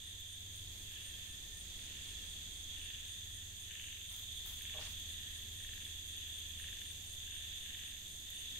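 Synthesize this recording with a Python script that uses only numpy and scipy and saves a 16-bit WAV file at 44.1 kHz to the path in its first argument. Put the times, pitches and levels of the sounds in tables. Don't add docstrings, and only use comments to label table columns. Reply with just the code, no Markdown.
import sys
import numpy as np
from scipy import signal
from scipy.fft import rfft, irfft, next_fast_len
from scipy.io import wavfile

SR = 44100
rng = np.random.default_rng(int(sys.argv[2]) if len(sys.argv) > 2 else 0)


def how_loud(loudness_db):
    steps = np.asarray(loudness_db, float) / 20
    return 10 ** steps


def persist_wave(psi):
    counts = np.round(np.clip(psi, -1, 1) * 32767).astype(np.int16)
    wavfile.write(sys.argv[1], SR, np.atleast_2d(counts).T)


N = 378819
SIZE = next_fast_len(N)
T = np.arange(N) / SR
HZ = np.fft.rfftfreq(SIZE, 1 / SR)

# (frequency [Hz], left density [dB per Hz], right density [dB per Hz])
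AIR_SPECTRUM = [(20, -76.5, -76), (45.5, -76.5, -78), (69.5, -80.5, -80), (131, -87.5, -88.5),
                (250, -94.5, -94.5), (510, -101, -101), (835, -105, -105), (1150, -108, -108),
                (1410, -107, -106), (1950, -100, -99), (4010, -96, -93.5), (4970, -102, -97.5),
                (5750, -106, -99), (8800, -100, -100), (10260, -104, -104), (10900, -104, -110),
                (15100, -104, -118)]
# (frequency [Hz], likeness [0-1])
AIR_LIKENESS = [(60, 0.94), (130, 0.97), (290, 0.82), (640, 0.19), (1400, .0)]
# (time [s], lower tone [dB], upper tone [dB])
HUM_LEVELS = [(0.0, -65.5, -63.5), (.8, -64, -61), (1.4, -60.5, -67.5), (2.2, -60.5, -79),
              (3.3, -62, -64.5), (4.9, -59.5, -65.5), (6.5, -58, -67), (7.0, -59.5, -64.5),
              (7.8, -64.5, -73), (8.59, -61.5, -80)]
# (lower [Hz], upper [Hz])
HUM_TONES_HZ = (79.9, 100.1)
# (middle [s], half length [s], frequency [Hz], width [Hz], level [dB])
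FAINT_TONES = [(1.33, .2, 1790, 30, -69), (1.55, .05, 1790, 25, -65), (1.35, .18, 1230, 120, -83),
               (5.1, .5, 232, 6, -78), (8.25, .45, 206, 5, -76), (7.6, .8, 740, 200, -81)]
# (time [s], buzz level [dB], throb depth [0-1])
KATYDID_BUZZ = [(0.0, -63, 0.1), (1.0, -59.5, 0.4), (1.6, -62.5, 0.3), (3.0, -61, 0), (4.8, -58.5, 0.3),
                (5.3, -58.5, 1), (8.59, -58.5, 0.6)]
# (frequency [Hz], level [dB])
RASP_SPECTRUM = [(9000, -9), (10000, -8), (11500, -2), (12500, -3.5), (13700, -1), (14100, -5.5),
                 (15700, -16)]
# (frequency [Hz], width [Hz], level [dB])
FILE_MODES = [(11560, 180, -3), (12600, 930, -1), (13550, 600, -4)]
# (middle [s], level [dB])
CRICKET_CHIRPS = [(0.07, -61.2), (0.308, -63.5), (0.57, -63), (0.805, -63.5), (1.065, -58.5), (1.306, -63),
                  (1.581, -61), (1.807, -66), (2.077, -63.5), (2.298, -62), (2.564, -63), (2.824, -60.5),
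                  (3.106, -63), (3.35, -62), (3.604, -64), (3.85, -62.5), (4.106, -59), (4.36, -63),
                  (4.614, -62.6), (4.863, -63), (5.113, -62), (5.352, -64), (5.604, -61), (5.859, -63),
                  (6.117, -62), (6.357, -62), (6.617, -60), (6.865, -61), (7.102, -60.5), (7.36, -62),
                  (7.608, -62.5), (7.885, -64), (8.118, -63), (8.375, -59.2)]
# (time [s], level [dB])
TRILL_LEVEL = [(0.0, -55), (2.0, -52.5), (8.59, -52.3)]
# (frequency [Hz], width [Hz], level [dB])
WING_MODES = [(6503, 510, -0.5), (7100, 730, -8.5), (7850, 1440, -10.5)]
# (time [s], level [dB])
CROWD_LEVEL = [(0.0, -54), (.25, -50.5), (.8, -53.5), (1.0, -53), (1.2, -49), (1.55, -53), (2.2, -48),
               (2.6, -53), (3.2, -50), (3.7, -53.5), (4.4, -49), (5.15, -46.5), (5.6, -50), (6.0, -50.5),
               (6.4, -47), (6.6, -50.5), (6.8, -47), (7.05, -51.5), (7.4, -47), (7.8, -52), (8.2, -52.5),
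               (8.45, -50.5)]
# (frequency [Hz], width [Hz])
FROG_MODES = [(3422, 310), (2970, 490), (1806, 164)]
# (level over crowd [dB], share of its swell, level over a bout [dB], left over right [dB])
VOICE_MIX = [(0, 0.94, -9, -1.5), (-12.5, 0.77, 0.5, 0.8), (-19.5, .8, -10.5, 2)]
# (peak time [s], level [dB])
RASPING_BOUTS = [(.1, -64.5), (.98, -59), (1.9, -57.5), (2.83, -55), (3.75, -55), (4.68, -56), (5.15, -58),
                 (5.68, -57), (6.2, -58), (6.66, -54), (7.32, -55), (7.72, -56), (8.33, -58)]
# (peak time [s], level [dB])
SHOE_JERKS = [(4.755, -56.5), (4.791, -54.5), (4.87, -68)]
# (frequency [Hz], width [Hz], level [dB])
SHEET_MODES = [(452, 60, -4), (619, 70, 1), (800, 110, -5), (960, 110, -10), (1130, 110, -9),
               (1500, 400, -21)]
# (start [s], length [s], level [dB], left over right [dB], share of low crunch [0-1])
LEAF_RUSTLES = [(4.09, 0.2, -50.5, 18, 0.34), (4.182, 0.088, -53, 18, 0.13), (4.451, 0.098, -43, 23, 0.24),
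                (4.497, 0.33, -53, 24, 0.28), (4.794, 0.16, -50.5, -3, 0.99), (4.883, 0.093, -53, 16, 0.24),
                (5.374, .06, -57, 16, 0), (0.192, .04, -58, 16, .05), (.555, .04, -54, 16, 0.1),
                (1.565, .04, -58, 16, .05)]
# (time [s], relative level [dB])
LEAF_SNAPS = [(0.0974, -52), (0.2049, -44), (0.5581, -43), (0.5721, -41.5), (0.9203, -44), (1.1887, -47),
              (1.5778, -48), (4.1639, -37), (4.1964, -46), (4.2394, -50), (4.4654, -47), (4.4844, -38),
              (4.5084, -44), (4.6224, -37), (4.9232, -42), (5.0005, -43), (8.3035, -36)]
# (first pulse [s],
# pulses, level [dB], left over right [dB], lowest mode against the upper ones [dB])
FROG_RATTLES = [(.93, 7, -52, 0, -8), (1.793, 8, -46, -4, -12), (2.772, 6, -45, 3, -12),
                (3.71, 9, -39, 7, -12), (4.609, 7, -38, 3, -12), (5.603, 8, -43, 1, -5),
                (6.598, 8, -43, 2, -4), (7.233, 6, -51, 1, -2), (7.661, 8, -41, 7, -9),
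                (8.558, 1, -43, 5, -7)]
# (frequency [Hz], width [Hz], level [dB])
SAC_MODES = [(2250, 500, -5), (2780, 600, -1), (3330, 420, 3)]
# (frequency [Hz], width of each [Hz])
SAC_LOW_MODE = (1780, 480)


def evened(x):
    return x / np.sqrt(np.mean(x ** 2) + 1e-20)


def read(points, hz, column=1):
    table = np.transpose(points)
    return np.interp(np.log(hz + 1), np.log(table[0] + 1), table[column])


def curve(rows, column=1):
    table = np.transpose(rows)
    return np.interp(T, table[0], table[column])


def pan(db):
    return how_loud([[db / 2], [-db / 2]])


def colour(x, gain):
    return irfft(rfft(x, SIZE) * gain, SIZE)[..., :N]


def mode(hz, width):
    return 1 / (1 + 2j * (HZ - hz) / width) ** 2


def body(modes, factor=1):
    return sum((-1) ** k * how_loud(db) * mode(hz * factor, width)
               for k, (hz, width, db) in enumerate(modes))


def waver(top_hz):
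    coarse = T[::64]
    sines = sum(np.sin(2 * np.pi * (f * coarse + rng.random())) / np.sqrt(f)
                for f in np.geomspace(top_hz / 20, top_hz, 20))
    return evened(sines).repeat(64)[:N]


def singers(per_s, spread, blur_s, count):
    rates = per_s * rng.uniform(1 - spread, 1 + spread, count)
    power = sum(np.exp(-2 * ((T * r + rng.random()) % 1) / (r * blur_s)) for r in rates)
    return np.sqrt(power) * rng.standard_normal((2, N))


def air():
    shared, apart = rng.standard_normal((2, N))
    same = np.clip(read(AIR_LIKENESS, HZ), -1, 1)
    densities_db = [read(AIR_SPECTRUM, HZ), read(AIR_SPECTRUM, HZ, column=2)]
    left_gain, right_gain = how_loud(densities_db) * np.sqrt(SR / 2)
    left = colour(shared, left_gain)
    right = colour(shared, same * right_gain) + colour(apart, np.sqrt(1 - same ** 2) * right_gain)
    return np.array([left, right]) * how_loud(1.32 * waver(3))


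def hum():
    out = np.zeros(N)
    for k, hz in enumerate(HUM_TONES_HZ):
        level = np.sqrt(2) * how_loud(curve(HUM_LEVELS, column=k + 1) + 1.84 * waver(8))
        cycles = np.cumsum(hz + 0.686 * waver(2)) / SR
        out += level * np.sin(2 * np.pi * cycles)
    return out


def tones():
    out = np.zeros((2, N))
    for middle, half, hz, width, db in FAINT_TONES:
        swell = how_loud(db) * np.exp(-((T - middle) / half) ** 4)
        out += swell * evened(colour(rng.standard_normal((2, N)), mode(hz, width)))
    return out


def katydids():
    teeth_per_s = 174.9 * (1 + .001 * waver(20))
    teeth = np.diff(np.floor(np.cumsum(teeth_per_s) / SR), prepend=0)
    comb = how_loud(-9) * evened(colour(teeth, body(FILE_MODES)))
    throb = np.exp(-((T - 5.63) * 9.35 % 1) / 0.28)
    depth = np.clip(curve(KATYDID_BUZZ, column=2), 0, 1)
    rasps = rng.standard_normal((2, N)) * (1 + depth * (.8 * throb - .25))
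    hiss = evened(colour(rasps, how_loud(read(RASP_SPECTRUM, HZ)) * (HZ > 8000)))
    return how_loud(curve(KATYDID_BUZZ)) * how_loud([[0], [-16]]) * (hiss + comb)


def chirper():
    gate = np.zeros(N)
    for s, db in CRICKET_CHIRPS:
        near = slice(max(int((s - .1) * SR), 0), int((s + .4) * SR))
        since = T[near] - s
        strokes = 0.41 + np.exp(-((since + 0.067) * 36.0 % 1) / 0.78)
        chirp = strokes * np.exp(-(since / 0.048) ** 4)
        echo = how_loud(-10.0) * (since > 0) * np.exp(-abs(since) / 0.45)
        gate[near] += how_loud(db) * (chirp + echo)
    ring = evened(abs(mode(8820, 330)))
    return colour(gate * rng.standard_normal((2, N)), ring) * pan(-2.6)


def trill(count=3):
    wings = np.zeros((2, N))
    for size in np.linspace(-1, 1, count):
        strokes = singers(51, .015, blur_s=0.039, count=2)
        wings += colour(strokes, body(WING_MODES, 1 + 0.019 * size))
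    return how_loud(curve(TRILL_LEVEL)) * how_loud([[-9.5], [0]]) * evened(wings)


def chorus(count=6):
    sizes = np.linspace(-1, 1, count)
    drives = []
    for size in sizes:
        lead = how_loud(2.43 * waver(4) - 2.6 * size ** 2)
        drives.append(rfft(lead * singers(23, .12, blur_s=0.031, count=4), SIZE))
    crowd_db = curve(CROWD_LEVEL)
    mean_db = crowd_db.mean()
    rise_s, fall_s = 0.075, 0.23
    bout_power = sum(how_loud(2 * db) * np.exp(-((T - s) / np.where(T < s, rise_s, fall_s)) ** 2)
                     for s, db in RASPING_BOUTS)
    out = np.zeros((2, N))
    for (hz, width), (db, share, bout_db, pan_db) in zip(FROG_MODES, VOICE_MIX):
        spectrum = sum(d * mode(hz * (1 + 0.059 * size), width) for d, size in zip(drives, sizes))
        voice = evened(irfft(spectrum, SIZE)[:, :N])
        steady = how_loud(db + mean_db + share * (crowd_db - mean_db))
        level = np.sqrt(steady ** 2 + how_loud(2 * bout_db) * bout_power)
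        out += level * how_loud(1.0 * waver(8)) * pan(pan_db) * voice
    return out


def piper():
    voice = colour(singers(23, .05, blur_s=.05, count=1), mode(3564, 70))
    below_crowd_db = -12
    return how_loud(curve(CROWD_LEVEL) + below_crowd_db + 2.3 * waver(2)) * evened(voice)


def scuff():
    slips_per_s = 160 * (1 + .08 * waver(40))
    slips = np.diff(np.floor(np.cumsum(slips_per_s) / SR), prepend=0)
    grit = 0.076 * rng.standard_normal(N)
    rise_db_per_s, fall_db_per_s = 800, 402
    stroke = sum(how_loud(db - abs(T - s) * np.where(T < s, rise_db_per_s, fall_db_per_s))
                 for s, db in SHOE_JERKS)
    return stroke * evened(colour(slips + grit, body(SHEET_MODES)))


def leaves():
    grains_db = 2.0 * np.minimum(rng.exponential(1, N // 40 + 1), 4)
    crackle = rng.standard_normal((2, N)) * how_loud(grains_db).repeat(40)[:N]
    crisp, crunch = np.zeros((2, 2, N))
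    for s, length, db, pan_db, low in LEAF_RUSTLES:
        u = np.clip((T - s) / length, 0, 9)
        push = how_loud(db) * np.minimum(8 * u, 1) * np.exp(-2.5 * u ** 2)
        crisp += push * np.clip(1 - low, 0, 1) * how_loud([[0], [-pan_db]])
        crunch += push * low * pan(pan_db / 4)
    bright, dull = mode(13000, 7900), mode(3900, 5900) * (HZ > 600)
    rustle = crisp * evened(colour(crackle, bright)) + crunch * evened(colour(crackle, dull))
    snaps = np.zeros(N)
    decay = np.exp(-np.arange(60) / 14)
    for s, db in LEAF_SNAPS:
        snaps[int(s * SR):][:60] += how_loud(db + 7) * rng.standard_normal(60) * decay
    return rustle + how_loud([[0], [-16]]) * colour(snaps, bright + 0.11 * dull)


def near_frogs():
    upper, lower = np.zeros((2, 2, N))
    pulse_gap_s = .0435
    for s, pulses, db, pan_db, low_db in FROG_RATTLES:
        k = np.arange(round(pulses))
        at = ((s + pulse_gap_s * k) * SR).astype(int)
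        level_db = db - .22 * (k - 2.2) ** 2 + .8 * rng.standard_normal(10)[:len(k)]
        upper[:, at] = how_loud(level_db) * pan(pan_db)
        lower[:, at] = how_loud(level_db + low_db - .7 * k) * pan(3.)
    upper_ring, lower_ring = [gain / abs(irfft(gain, SIZE)).max()
                              for gain in (body(SAC_MODES), mode(*SAC_LOW_MODE) ** 2)]
    calls = colour(upper, upper_ring) + colour(lower, lower_ring)
    tail = rng.standard_normal((2, N)) * how_loud(-60 * T / 0.26) * (T > .004)
    wash = how_loud(-6) / np.linalg.norm(tail[0])
    return colour(calls, 1 + wash * rfft(tail, SIZE))


def scene():
    animals = chorus() + piper() + near_frogs() + trill() + chirper() + katydids()
    return animals + leaves() + scuff() + tones() + hum() + air()


def roll_off(x):
    return signal.sosfilt(signal.butter(12, 15830, fs=SR, output="sos"), x)


def record(dry):
    mix = colour(dry, HZ < 15750)
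    return roll_off(mix)


dry = scene()
out = record(dry)
persist_wave(out)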